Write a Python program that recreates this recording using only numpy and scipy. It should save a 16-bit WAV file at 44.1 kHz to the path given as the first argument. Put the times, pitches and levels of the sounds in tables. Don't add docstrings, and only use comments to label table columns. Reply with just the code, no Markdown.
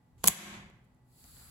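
import sys
import numpy as np
from scipy import signal
from scipy.fft import rfft, irfft, next_fast_len
from scipy.io import wavfile
from scipy.ndimage import uniform_filter1d, minimum_filter1d, map_coordinates

SR = 44100
rng = np.random.default_rng(int(sys.argv[2]) if len(sys.argv) > 2 else 0)


def to_wav(s):
    ch = np.atleast_2d(s).T
    pcm = np.round(np.clip(ch, -1, 1) * 32767)
    wavfile.write(sys.argv[1], SR, pcm.astype(np.int16))


N = 66150

# pitch_hz, level_db (relative)
FLOOR_COLOUR = [(25, -8.5), (60, -9), (130, 6.5), (200, -7.5), (250, -9), (330, -9), (500, -16), (860, -14),
                (1300, -23), (3000, -31.5), (8000, -39), (16000, -44.5)]
# pitch_hz, left_right_likeness (0 to 1)
FLOOR_LIKENESS = [(60, .85), (250, 0.95), (1000, 0.14), (4000, 0.033)]
# pitch_hz, level_db (rms)
HUM_TONES = [(124, -74), (249, -76.5), (850, -86.5), (1965, -90.5)]
FLOOR_DB, FLOOR_SWAY_DB = -67.5, 1

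# time_s, level_db
RUMBLE_LEVEL = [(0, -100), (.12, -66), (0.169, -56.5), (.21, -57.5), (.5, -61), (.61, -60), (0.721, -64.5),
                (.98, -68), (1.169, -69), (1.271, -61), (1.42, -59), (1.5, -60)]
# pitch_hz, level_db (relative)
RUMBLE_COLOUR = [(25, -7.5), (55, 1), (130, -9.5), (220, -16.5), (400, -29), (2000, -67.5)]

# start_s, length_s, level_db (before the low cut), tilt_db_per_octave, swell_db (total rise)
SLIDES = [(0.179, .057, -69.5, -3.5, 7.5), (0.236, .009, -40, -3.5, 7.5), (.254, .012, -39, -3, 3),
          (0.267, 0.011, -33, -5.5, 9), (0.842, 0.0117, -79.5, 1, 1)]
SLIDE_EDGE_S, SLIDE_ROUGH_DB, SLIDE_CATCH_HZ, SLIDE_LOW_CUT_HZ = 0.0005, 0.5, 722, 601

# pitch_hz, t60_s
ROOM_T60 = [(100, 1.126), (500, 0.66), (2000, 0.66), (5000, 0.51), (10000, 0.38), (15000, 0.32)]
# pitch_hz, level_db (relative)
ROOM_COLOUR = [(60, -14), (130, -5.5), (200, -2.5), (320, 0), (560, 2.5), (780, -0.5), (1050, 0), (1500, 4),
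               (2300, 3.5), (3500, -1.5), (5500, -1.5), (8000, -9), (12000, -6), (16000, -13.5)]
# pitch_hz, left_right_likeness (0 to 1)
DIFFUSE_LIKENESS = [(100, 0.95), (500, 1), (1500, 0), (8000, 0)]
ROOM_DB, ROOM_BUILD_S = -11, 0.0047

# start_s, crack_db, crack_tilt_db_per_octave, frame_ring_db, table_thump_db (gains on each layer)
CONTACTS = [(.2411, -17.5, -3, -29.5, -29.5), (.2454, -26.5, -1, -46.5, -35.5),
            (.2542, -30.5, 2.5, -50, -40), (.2567, -26, 0, -48, -36), (.2622, -24.5, -1.5, -49, -47.5),
            (.2737, 4, 5, -25.5, -28.5), (.2757, 6.5, 5, -25.5, -26), (.2767, 1.5, -1.5, -28.5, -29.5),
            (.2777, 5, 14.5, -25.5, -25.5), (.2822, 3.5, -1.5, -17.5, -20), (.2831, 10, 3, -8.5, -10.5),
            (.2853, -3, 4, -17, -22)]
TOUCHES = [(.700, -52.5, -8, -72, -100), (.947, -72, 3, -95, -91), (1.2415, -49.5, -4.5, -76, -51),
           (1.368, -53.5, -9, -56, -55.5)]
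# pitch_hz, level_db (relative)
CRACK_COLOUR = [(100, -26.5), (500, -4.5), (1500, -8.5), (3600, -1), (5600, -4.5), (7000, 7), (7900, 6),
                (9200, -14.5), (10800, 9.5), (12200, 0), (13600, -14), (15200, 1), (16800, -20.5)]
# pitch_hz, left_right_likeness (0 to 1)
CRACK_LIKENESS = [(500, 0.65), (3000, 0.14), (12000, 0.11)]
# pitch_hz, level_db (relative to crack gain), t60_s
STICK_MODES = [(6880, -31.5, .09), (6870, -25.5, 0.033), (8010, -18, 0.051), (10440, -24.5, 0.014),
               (11300, -32.5, 0.067), (12400, -23, 0.024), (12390, -29.5, 0.045)]
# pitch_hz, level_db (relative), t60_s
FRAME_MODES = [(385, -20.5, 0.01), (550, -13.5, 0.012), (570, -14, .05), (740, -17.5, 0.025),
               (960, -19.5, 0.021), (1049, -6, .024), (1325, -14.5, .02), (1549, -11, .04),
               (1935, -12.5, .025), (2782, -12.5, 0.0073), (3080, -11.5, .02), (3500, -12.5, .016),
               (4150, -5, 0.019), (4443, -4, .016)]
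# pitch_hz, level_db (relative), t60_s
TABLE_MODES = [(74, -5.5, .07), (114, -3, 0.042), (178.3, -4, 0.087), (199, -13, .14)]
# pitch_hz, level_db (relative)
THUD_COLOUR = [(30, -26), (70, -3), (130, 3.5), (200, 2), (320, -9), (560, -4), (900, -5), (1500, -22),
               (4000, -50.5)]
CRACK_RISE_S, CRACK_HOLD_S, CRACK_T60_S, TILT_PIVOT_HZ = .0001, 0.00049, .0035, 8020
SHIVER_DB, SHIVER_T60_S = -24.5, 0.12
THUD_DB, THUD_T60_S, TABLE_RISE_S = -1.5, 0.061, 0.0058
RIGHT_LEAD_S = .00007

# pitch_hz, level_db (relative), t60_s
TRIGGER_MODES = [(499.8, -19.5, .022), (766, -10.5, .034), (1072, 1, 0.039), (1545, -14, 0.05),
                 (2660, -14.5, .014), (3330, -7, .016), (4250, -3, .011), (4520, -4.5, .013)]
TRIGGER_S, TRIGGER_DB = .2413, -25
MODE_VARY_DB, MODE_DETUNE = 1.2, .012
MODE_SPREAD, SPREAD_FULL_HZ = 1, 1900

# time_s, level_db
BRUSH_LEVEL = [(1.04, -88.5), (1.119, -72), (1.19, -62.5), (1.27, -59.5), (1.388, -56.5), (1.5, -58.5)]
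# pitch_hz, level_db (relative)
BRUSH_COLOUR = [(200, -16.5), (1400, -16), (3300, -5), (4600, 4.5), (5700, -8.5), (7800, 7), (9200, -8.5),
                (11000, 9), (13600, -7.5), (15200, 3), (16500, -11.5)]
# time_s, level_db (before its grain)
SWISH_LEVEL = [(1.17, -86), (1.27, -70), (1.33, -72.5), (1.41, -66.5), (1.5, -65.5)]
# pitch_hz, level_db (relative)
SWISH_COLOUR = [(200, -6.5), (600, -3), (1400, 9), (2600, -2), (3500, -8), (8000, -19)]
SWISH_GRAIN_DB, SWISH_GRAIN_HZ = 1, 117

LIMIT_DB, HOLD_S, RELEASE_DB_PER_S, CLIP_LEVEL = -11, 0.071, 94, 0.99
LOW_CUT_HZ, TOP_HZ = 45, 16600


def amp(db):
    return 10 ** (np.asarray(db) / 20)


def unit(x):
    return x / np.sqrt(np.mean(x ** 2) + 1e-20)


def along(points, hz):
    f, v = np.transpose(points)
    return np.interp(np.log(hz + 1), np.log(f + 1), v)


def level(points):
    return amp(np.interp(np.arange(N) / SR, *np.transpose(points)))


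def fade(t, t60):
    return np.exp(-np.log(1000) * t / t60)


def wobble(hz):
    return map_coordinates(rng.standard_normal(N // 20), [np.arange(N) / SR * hz], order=1)


def filtered(x, response):
    n = x.shape[-1]
    m = next_fast_len(n + SR // 4)
    spectrum = rfft(x, m) * response(np.fft.rfftfreq(m, 1 / SR))
    return irfft(spectrum, m)[..., :n]


def paired(two, likeness):
    def mid_side_gains(hz):
        turn = np.arccos(np.clip(along(likeness, hz), -1, 1)) / 2
        return np.array([np.cos(turn), np.sin(turn)])

    mid, side = filtered(two, mid_side_gains)
    return np.array([mid + side, mid - side])


def noise(spectrum, likeness, size=N, tilt_db=0):
    def colour(hz):
        octaves = np.log2(np.maximum(hz / TILT_PIVOT_HZ, 1 / 10))
        return amp(along(spectrum, hz) + tilt_db * octaves)

    stereo = paired(rng.standard_normal((2, size)), likeness)
    return unit(filtered(stereo, colour))


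def ring(modes, t):
    out = np.zeros((2, len(t)))
    for hz, db, t60 in modes:
        scatter = MODE_SPREAD * min(hz / SPREAD_FULL_HZ, 1)
        phase = scatter * rng.standard_normal((2, 1))
        pitch = hz * (1 + MODE_DETUNE * rng.standard_normal())
        gain = amp(db + MODE_VARY_DB * rng.standard_normal())
        out += gain * fade(t, t60) * np.sin(2 * np.pi * pitch * t + phase)
    return out


def background():
    t = np.arange(N) / SR
    sway = map_coordinates(rng.standard_normal(20), [t * 10])
    air = amp(FLOOR_DB + FLOOR_SWAY_DB * sway) * noise(FLOOR_COLOUR, FLOOR_LIKENESS)
    hum = np.zeros(N)
    for hz, db in HUM_TONES:
        hum += amp(db) * np.sqrt(2) * np.sin(2 * np.pi * (hz * t + rng.random()))
    return air + hum


def rumble():
    return level(RUMBLE_LEVEL) * noise(RUMBLE_COLOUR, FLOOR_LIKENESS)


def slides():
    out = np.zeros((2, N))
    for start_s, length_s, level_db, tilt_db, swell_db in SLIDES:
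        t = np.arange(N) / SR - start_s
        gate = np.clip(np.minimum(t, length_s - t) / SLIDE_EDGE_S + .5, 0, 1)
        push_db = level_db + swell_db * (np.clip(t / length_s, 0, 1) - .5)
        rough_db = SLIDE_ROUGH_DB * wobble(SLIDE_CATCH_HZ)
        out += gate * amp(push_db + rough_db) * noise(CRACK_COLOUR, CRACK_LIKENESS, tilt_db=tilt_db)
    low_cut = signal.butter(2, SLIDE_LOW_CUT_HZ, 'highpass', fs=SR, output='sos')
    return signal.sosfilt(low_cut, out)


def room(x):
    hz, t, bands = signal.stft(rng.standard_normal((2, SR)), SR, nperseg=256)
    shape = fade(t, along(ROOM_T60, hz)[:, None]) * (1 - np.exp(-t / ROOM_BUILD_S))
    decaying = signal.istft(bands * shape, SR, nperseg=256)[1]
    tail = paired(decaying, DIFFUSE_LIKENESS)
    tail = tail / np.linalg.norm(tail[0])
    tail = filtered(tail, lambda f: amp(ROOM_DB + along(ROOM_COLOUR, f)))
    return signal.fftconvolve(x, tail, axes=1)[:, :N]


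def trap(contacts):
    out, t = np.zeros((2, N + SR)), np.arange(SR // 3) / SR
    snap = fade(np.maximum(t - CRACK_HOLD_S, 0), CRACK_T60_S)
    shiver = amp(SHIVER_DB) * fade(t, SHIVER_T60_S)
    envelope = (1 - np.exp(-t / CRACK_RISE_S)) * (snap + shiver)
    envelope_rms = np.sqrt(np.mean(envelope ** 2))
    for start_s, crack_db, tilt_db, frame_db, table_db in contacts:
        burst = envelope * noise(CRACK_COLOUR, CRACK_LIKENESS, size=len(t), tilt_db=tilt_db)
        crack = unit(burst) * envelope_rms
        thud = amp(THUD_DB) * fade(t, THUD_T60_S) * noise(THUD_COLOUR, DIFFUSE_LIKENESS, size=len(t))
        thump = (ring(TABLE_MODES, t) + thud) * (1 - np.exp(-t / TABLE_RISE_S))
        blow = amp(crack_db) * (crack + ring(STICK_MODES, t))
        blow += amp(frame_db) * ring(FRAME_MODES, t) + amp(table_db) * thump
        start = round(start_s * SR)
        out[:, start:start + len(t)] += blow
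    side = np.array([[-1], [1]])
    return filtered(out[:, :N], lambda hz: np.exp(side * 1j * np.pi * hz * RIGHT_LEAD_S))


def trigger():
    t = np.arange(N) / SR - TRIGGER_S
    return amp(TRIGGER_DB) * (t >= 0) * ring(TRIGGER_MODES, np.maximum(t, 0))


def brushing():
    hiss = level(BRUSH_LEVEL) * noise(BRUSH_COLOUR, DIFFUSE_LIKENESS)
    grain = amp(SWISH_GRAIN_DB * wobble(SWISH_GRAIN_HZ))
    swish = level(SWISH_LEVEL) * grain * noise(SWISH_COLOUR, DIFFUSE_LIKENESS)
    return hiss + swish


def scene():
    wood = slides() + trap(CONTACTS) + trigger() + trap(TOUCHES)
    return background() + rumble() + wood + room(wood) + brushing()


def record(dry):
    t, hold = np.arange(N) / SR, int(HOLD_S * SR) // 2 * 2 + 1
    power = np.abs(uniform_filter1d(np.mean(dry ** 2, axis=0), size=64))
    needed_db = np.minimum(0, LIMIT_DB - 10 * np.log10(power + 1e-12))
    held_db = minimum_filter1d(needed_db, hold, origin=hold // 2)
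    release_db = RELEASE_DB_PER_S * t
    gain_db = np.minimum.accumulate(held_db - release_db) + release_db
    smooth_db = uniform_filter1d(minimum_filter1d(gain_db, size=65), size=65)
    limited = dry * amp(smooth_db)
    rounded = limited / (1 + (limited / CLIP_LEVEL) ** 6) ** (1 / 6)
    low_cut = signal.butter(2, LOW_CUT_HZ, 'highpass', fs=SR, output='sos')
    return filtered(signal.sosfilt(low_cut, rounded), lambda hz: 1 / (1 + (hz / TOP_HZ) ** 80))


dry = scene()
out = record(dry)
to_wav(out)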